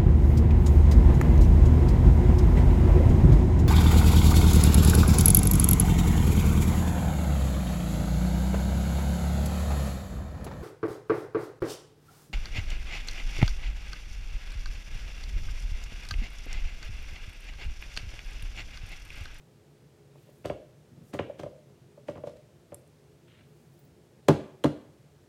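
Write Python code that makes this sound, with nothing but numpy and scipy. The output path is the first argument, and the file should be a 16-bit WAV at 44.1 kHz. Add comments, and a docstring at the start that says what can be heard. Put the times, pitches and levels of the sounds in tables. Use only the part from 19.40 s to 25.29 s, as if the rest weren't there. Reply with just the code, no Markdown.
"""A desk in a quiet room, the microphone close to a baseball cleat being handled.
Over steady room air, the hands rustle, make soft knocks that ring a small hollow casing, and scuff.
Just after three seconds a bit of metal ticks; then the shoe is lifted with a faint rustle and thin squeaks.
Around five seconds its studded sole is tapped twice on the desk: the studs snap, the shoe rattles,
the desk top booms and the room answers."""
import sys
import numpy as np
from scipy import signal
from scipy.fft import rfft, irfft
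from scipy.io import wavfile
from scipy.ndimage import uniform_filter1d

SR = 44100
rng = np.random.default_rng(int(sys.argv[2]) if len(sys.argv) > 2 else 0)


def unload_wav(signal):
    """Save mono or channel-first audio to the path in sys.argv[1] as 16-bit WAV at rate SR, clipped to [-1, 1]."""
    wavfile.write(
        sys.argv[1],
        SR,
        np.round(np.clip(np.atleast_2d(signal).T, -1, 1) * 32767).astype(np.int16),
    )


N = 259654
T = np.arange(SR // 2) / SR  # time since a contact, s


def amp(db):
    """Decibels to gain."""
    return 10 ** (np.asarray(db) / 20)


def unit_rms(x):
    """Scales to rms 1."""
    return x / np.sqrt(np.mean(x ** 2) + 1e-20)


def lookup(table, hz, column=1):
    """Reads one column of a table along log frequency."""
    columns = np.transpose(table)
    return np.interp(np.log(hz + 1), np.log(columns[0] + 1), columns[column])


def add(mix, start, sound):
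    """Mixes a sound in at a start time in seconds."""
    part = mix[max(round(start * SR), 0):][:len(sound)]
    part += sound[:len(part)]


def hump(hz, octaves):
    """A flat-topped spectrum around one pitch, as rows of f/Hz, level/dB."""
    away = np.arange(-20, 21) / 10
    return np.transpose([hz * 2 ** (away * octaves), -4.3 * away ** 4])


def noise(spectrum, size=len(T)):
    """Noise of rms 1 with the given spectrum."""
    colour = amp(lookup(spectrum, np.fft.rfftfreq(size, 1 / SR)))
    return unit_rms(irfft(rfft(rng.standard_normal(size)) * colour, size))


def roughness(size, depth_db, grain_samples):
    """The randomly wavering gain of uneven friction."""
    return amp(depth_db * unit_rms(uniform_filter1d(rng.standard_normal(size), grain_samples)))


def onset(rise):
    """A smooth climb to full level over the rise time in seconds."""
    return np.sin(np.pi / 2 * np.minimum(T / rise, 1)) ** 2


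def fade(t60, rise):
    """A contact builds up over the rise time, then dies away."""
    return onset(rise) * amp(-60 * T / t60)


def burst(spectrum, t60, rise):
    """A short contact noise whose spectrum is kept smooth, so that it has no pitch of its own."""
    envelope = fade(t60, rise)
    colour = amp(lookup(spectrum, np.fft.rfftfreq(len(T), 1 / SR)))
    x = envelope * noise(spectrum)
    for _ in range(2):
        phase = np.angle(rfft(x))
        x = irfft(colour * np.exp(1j * phase), len(T)) * envelope ** (1 / 3)
    return unit_rms(x * onset(rise)) * np.sqrt(np.mean(envelope ** 2))


def ring(modes, rise, spread):
    """Damped modes of alternating sign, a little detuned at each blow."""
    detune = 1 + spread * rng.standard_normal(len(modes))
    return sum((-1) ** k * amp(db) * fade(t60, rise) * np.sin(2 * np.pi * hz * detune[k] * T)
               for k, (hz, db, t60) in enumerate(modes))


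# air of the room: f/Hz, relative level/dB
AIR_SPECTRUM = [(15, -79), (25, -68), (43, -14.5), (108, -3.5), (145, 3), (180, -7.5), (242, -9.5),
                (317, -13), (354, -3.5), (384, -24.5), (416, -10), (1040, -25), (1230, -26), (7710, -34.5),
                (16000, -43)]
# faint tones in the room: f/Hz, level/dB
ROOM_HUM = [(140, -73.5), (356, -73.5), (414, -69.5)]


def room_tone():
    """The quiet room at the microphone: steady air noise with a few wavering low tones."""
    tones = sum(amp(db) * noise(hump(hz, octaves=0.038), size=N) for hz, db in ROOM_HUM)
    return amp(-58) * noise(AIR_SPECTRUM, size=N) + tones


# strokes of sleeve and shoe: start t/s, end t/s, level/dB, centre f/Hz
RUB_STROKES = [(0.699, 0.936, -75.5, 2490), (0.72, 1.06, -76, 9500), (1.5, 1.66, -53.5, 156),
               (1.625, 1.726, -72.5, 8400), (3.857, 4.053, -66.5, 2070), (4.047, 4.5, -78.5, 11000),
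               (3.8, 4.6, -64.5, 136)]


def rubs():
    """Cloth and shoe rub slowly near the microphone, each stroke swelling as it gathers speed."""
    out = np.zeros(N)
    for start, end, db, hz in RUB_STROKES:
        n = round((end - start) * SR)
        catch = roughness(n, depth_db=3, grain_samples=300)
        stroke = amp(db + np.linspace(-1, 1, n)) * signal.windows.tukey(n, .3)
        friction = unit_rms(catch * noise(hump(hz, octaves=.82), size=n))
        add(out, start, stroke * friction)
    return out


# hands knocking at the desk: t/s, force level/dB, casing ring level/dB
HAND_KNOCKS = [(.753, -49.5, -56), (.888, -54, -50.5), (1.045, -36, -42), (1.053, -29.5, -27.5),
               (1.1, -27.5, -22), (1.735, -33.5, -47), (1.746, -31, -33), (1.792, -22.5, -26),
               (1.8975, -45, -29.5), (1.995, -34, -35.5), (2.0337, -34.5, -29.5), (2.0623, -42, -29),
               (2.576, -51, -42.5), (2.6861, -31, -25), (2.756, -37.5, -43), (2.773, -38.5, -50),
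               (2.837, -40.5, -28.5), (2.8715, -38.5, -28), (3.3214, -38.5, -34)]
# dull thump of a knock: f/Hz, relative level/dB
THUMP_SPECTRUM = [(40, -16), (60, -6), (92, 7), (125, 1), (200, 0.5), (280, -0.5), (400, 0.5), (700, -5),
                  (1050, -9), (2000, -29), (6000, -40)]


def soft_knocks():
    """A small click of first contact over a dull thump; the harder the knock, the louder its click."""
    firm_db, firm_click_db, click_growth = -30, -39.5, 1.59  # growth in dB per dB of force
    out = np.zeros(N)
    for start, force_db, _ in HAND_KNOCKS:
        click_db = firm_click_db + click_growth * (force_db - firm_db)
        click = burst(hump(1896, octaves=0.75), t60=0.027, rise=0.0017)
        add(out, start - .0028, amp(click_db) * click)
        add(out, start, amp(force_db) * burst(THUMP_SPECTRUM, t60=0.068, rise=0.0035))
    return signal.sosfilt(signal.butter(4, [72, 7000], "bandpass", fs=SR, output="sos"), out)


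# modes of the small casing: f/Hz, relative level/dB, t60/s
CASING_MODES = [(367, -10, 0.029), (493, -6.5, 0.083), (592.7, 3.5, 0.044), (644, -11, 0.036),
                (949, -21.5, 0.023)]


def casing_ring():
    """Each soft knock rings a small hollow casing beside the microphone."""
    out = np.zeros(N)
    for start, _, ring_db in HAND_KNOCKS:
        add(out, start, amp(ring_db) * ring(CASING_MODES, rise=.0014, spread=.012))
    return out


# skin skidding as it lands: peak t/s, level/dB, t60/s
SKIN_SCUFFS = [(1.057, -34.5, 0.14), (1.739, -37, 0.13), (1.996, -40, 0.084), (2.036, -45.5, 0.019),
               (2.684, -41.5, 0.16), (2.869, -44.5, 0.17), (2.972, -47, 0.023)]
# friction of skin: f/Hz, relative level/dB
SCUFF_SPECTRUM = [(300, 26), (1000, 3.5), (3500, 1.5), (5000, -2.5), (8000, -6), (13000, -19), (16000, -55)]


def scuffs():
    """Grainy friction swells as the grip lands and stops as it holds."""
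    lead_s, grip_rise_s = 0.05, 0.0055
    from_peak = T - lead_s
    out = np.zeros(N)
    for peak, db, t60 in SKIN_SCUFFS:
        swell = np.exp(np.minimum(from_peak, 0) / grip_rise_s)
        decay = amp(-60 * np.maximum(from_peak, 0) / t60)
        grain = roughness(len(T), depth_db=4.2, grain_samples=40)
        add(out, peak - lead_s, amp(db) * swell * decay * unit_rms(grain * noise(SCUFF_SPECTRUM)))
    return out


# tiny metallic ticks: t/s, level/dB
METAL_TICKS = [(3.3443, -34), (3.476, -59), (4.392, -59)]
# snap of a tick: f/Hz, relative level/dB
TICK_SPECTRUM = [(2000, -17), (6000, -17), (7500, -18), (11000, -2), (13200, -5), (14500, -29)]
# modes of the metal: f/Hz, relative level/dB, t60/s
METAL_MODES = [(7430, -13, 0.022), (8700, -4, 0.013), (10900, -3.5, 0.011)]


def metal_ticks():
    """A small piece of metal ticks close by: a dry snap with a brief ring."""
    out = np.zeros(N)
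    for start, db in METAL_TICKS:
        snap = amp(-2) * burst(TICK_SPECTRUM, t60=0.0079, rise=0.00077)
        ringing = amp(1.5) * ring(METAL_MODES, rise=.0004, spread=.003)
        add(out, start, amp(db) * (snap + ringing))
    return out


# the grip shifting on the shoe: t/s, level/dB
FINGER_SLIPS = [(4.39, -60), (4.447, -66), (4.47, -72)]


def squeaks():
    """Fingers slip on the glossy upper in faint, brief squeaks, all at one very high pitch."""
    out = np.zeros(N)
    for start, db in FINGER_SLIPS:
        add(out, start, amp(db) * fade(t60=0.061, rise=.003) * noise(hump(15300, octaves=.04)))
    return out


# single studs meeting the desk: t/s, snap level/dB, snap t60/s, clack level/dB
STUD_HITS = [(4.8822, -33, .02, -33), (4.8851, -13, .003, -20), (4.8905, -31, .012, -30),
             (5.2392, -27, .004, -22), (5.2441, -21.5, .003, -30)]
# snap of a stud: f/Hz, relative level/dB
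STUD_SPECTRUM = [(200, 2), (1000, 14.5), (3300, 8.5), (5000, 0.5), (7000, 6), (11000, -1.5), (16000, -9)]
# modes of the stiff plastic sole: f/Hz, relative level/dB, t60/s
SOLE_MODES = [(1360, -16, .018), (2120, -24, .013), (2950, -8, .014), (3345, -6.5, 0.02),
              (4000, -15.5, 0.036)]


def stud_snaps():
    """Close to the microphone, hard studs hit the desk one after another and make the sole clack."""
    out = np.zeros(N)
    for start, snap_db, t60, clack_db in STUD_HITS:
        add(out, start, amp(snap_db) * burst(STUD_SPECTRUM, t60, rise=.0002))
        add(out, start, amp(clack_db) * ring(SOLE_MODES, rise=0.00045, spread=0.015))
    return out


# sole on the desk, two blows to a tap: t/s, boom level/dB, place on the desk/0-1, rattle level/dB
SOLE_BLOWS = [(4.885, -0.5, 0.29, -15.5), (4.903, -4.5, 0.9, -27.5), (5.2421, -1.5, 0.91, -23.5),
              (5.2561, -16.5, 0.86, -27.5)]
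# dense rattle of the sole: f/Hz, relative level/dB
RATTLE_SPECTRUM = [(60, -12), (110, 6), (500, 8.5), (750, 4), (1200, 1), (1800, -9), (3000, -14.5),
                   (4200, -17.5), (5000, -22), (10000, -29.5), (16000, -44)]


def sole_rattle():
    """Each blow leaves the whole shoe rattling briefly."""
    out = np.zeros(N)
    for start, _, _, rattle_db in SOLE_BLOWS:
        add(out, start - .002, amp(rattle_db) * burst(RATTLE_SPECTRUM, t60=0.1, rise=0.0025))
    return out


# modes of the desk top: f/Hz, level/dB struck at place 0, level/dB struck at place 1, t60/s
DESK_MODES = [(73, -27, -14, 0.097), (94, -16, -22.5, 0.15), (148, -4, -14.5, 0.12),
              (212, -8.5, -19.5, 0.095), (250, -25, -20, 0.21), (294.8, -13, -12.5, 0.12),
              (330, -20, -24, 0.15), (372.4, -11.5, -22, 0.23), (469, -4.5, -13, 0.052),
              (586, -15.5, -24, 0.13), (662, -38, -28.5, 0.15), (823, -26, -37, 0.21),
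              (874, -28.5, -31, .11), (988, -35, -26.5, 0.04), (1051, -23, -32, 0.066),
              (1213, -13.5, -53, 0.048), (1660, -41, -37, 0.085)]


def desk_boom():
    """The weight of the shoe sets the desk top booming; its deep modes take longest to build up."""
    out = np.zeros(N)
    for start, boom_db, place, _ in SOLE_BLOWS:
        for k, (hz, db_at_0, db_at_1, t60) in enumerate(DESK_MODES):
            mode_db = boom_db + db_at_0 + place * (db_at_1 - db_at_0)
            envelope = fade(t60, rise=0.0021 * (500 / hz) ** 1.83)
            add(out, start, (-1) ** k * amp(mode_db) * envelope * np.sin(2 * np.pi * hz * T))
    return out


# near wall, ceiling and far walls, heard from the desk: delay t/s, level/dB
WALL_ECHOES = [(.0068, -16), (0.0125, -13.5), (0.0157, -18), (.0225, -19), (.037, -22.5)]
# diffuse tail of the room: f/Hz, relative level/dB, t60/s
ROOM_TAIL = [(80, -6.5, 0.61), (159.5, -6, 0.28), (405, -5.5, 0.54), (1000, -14, 0.53), (3000, -7, 0.52),
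             (5000, -7, 0.39), (7980, -7, 0.41), (14100, -9, 0.28)]


def room_answer(x):
    """What the room gives back: a few dull early echoes, then a diffuse tail that dies band by band."""
    early = np.zeros(len(T))
    for delay, db in WALL_ECHOES:
        early[round(delay * SR)] += amp(db)
    early = signal.lfilter(*signal.butter(1, 3000, fs=SR), early)
    hz, t, bands = signal.stft(rng.standard_normal(len(T)), SR, nperseg=256)
    t60 = lookup(ROOM_TAIL, hz, column=2)[:, None]
    bands *= amp(lookup(ROOM_TAIL, hz)[:, None] - 60 * t / t60)
    bands *= np.sqrt(2 * np.log(1000) / (t60 * SR))  # a band's energy is independent of its decay time
    build_up = np.clip((T - .004) / 0.0027, 0, 1)
    tail = signal.istft(bands, SR, nperseg=256)[1][:len(T)] * build_up
    return signal.fftconvolve(x, early + amp(1.5) * tail)[:N]


def scene():
    """All in one room; what reaches the microphone through the desk or from close by is drier."""
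    handling = sole_rattle() + soft_knocks() + scuffs() + rubs() + squeaks()
    boom, casing = desk_boom(), casing_ring()
    clicks = stud_snaps() + metal_ticks()
    answer = room_answer(handling + casing + amp(-6) * boom + amp(-9.5) * clicks)
    return (handling + boom + casing + clicks + answer + room_tone())[None]


def record(dry):
    """One small microphone at the desk, in mono; the deep bass and the highest treble are lost."""
    low_hz, high_hz = 52, 16100
    thin = signal.sosfilt(signal.butter(8, low_hz, "highpass", fs=SR, output="sos"), dry)
    band_limit = signal.firwin(255, high_hz, window=("kaiser", 9), fs=SR)
    return signal.oaconvolve(thin, band_limit[None], "same")


dry = scene()
out = record(dry)
unload_wav(out)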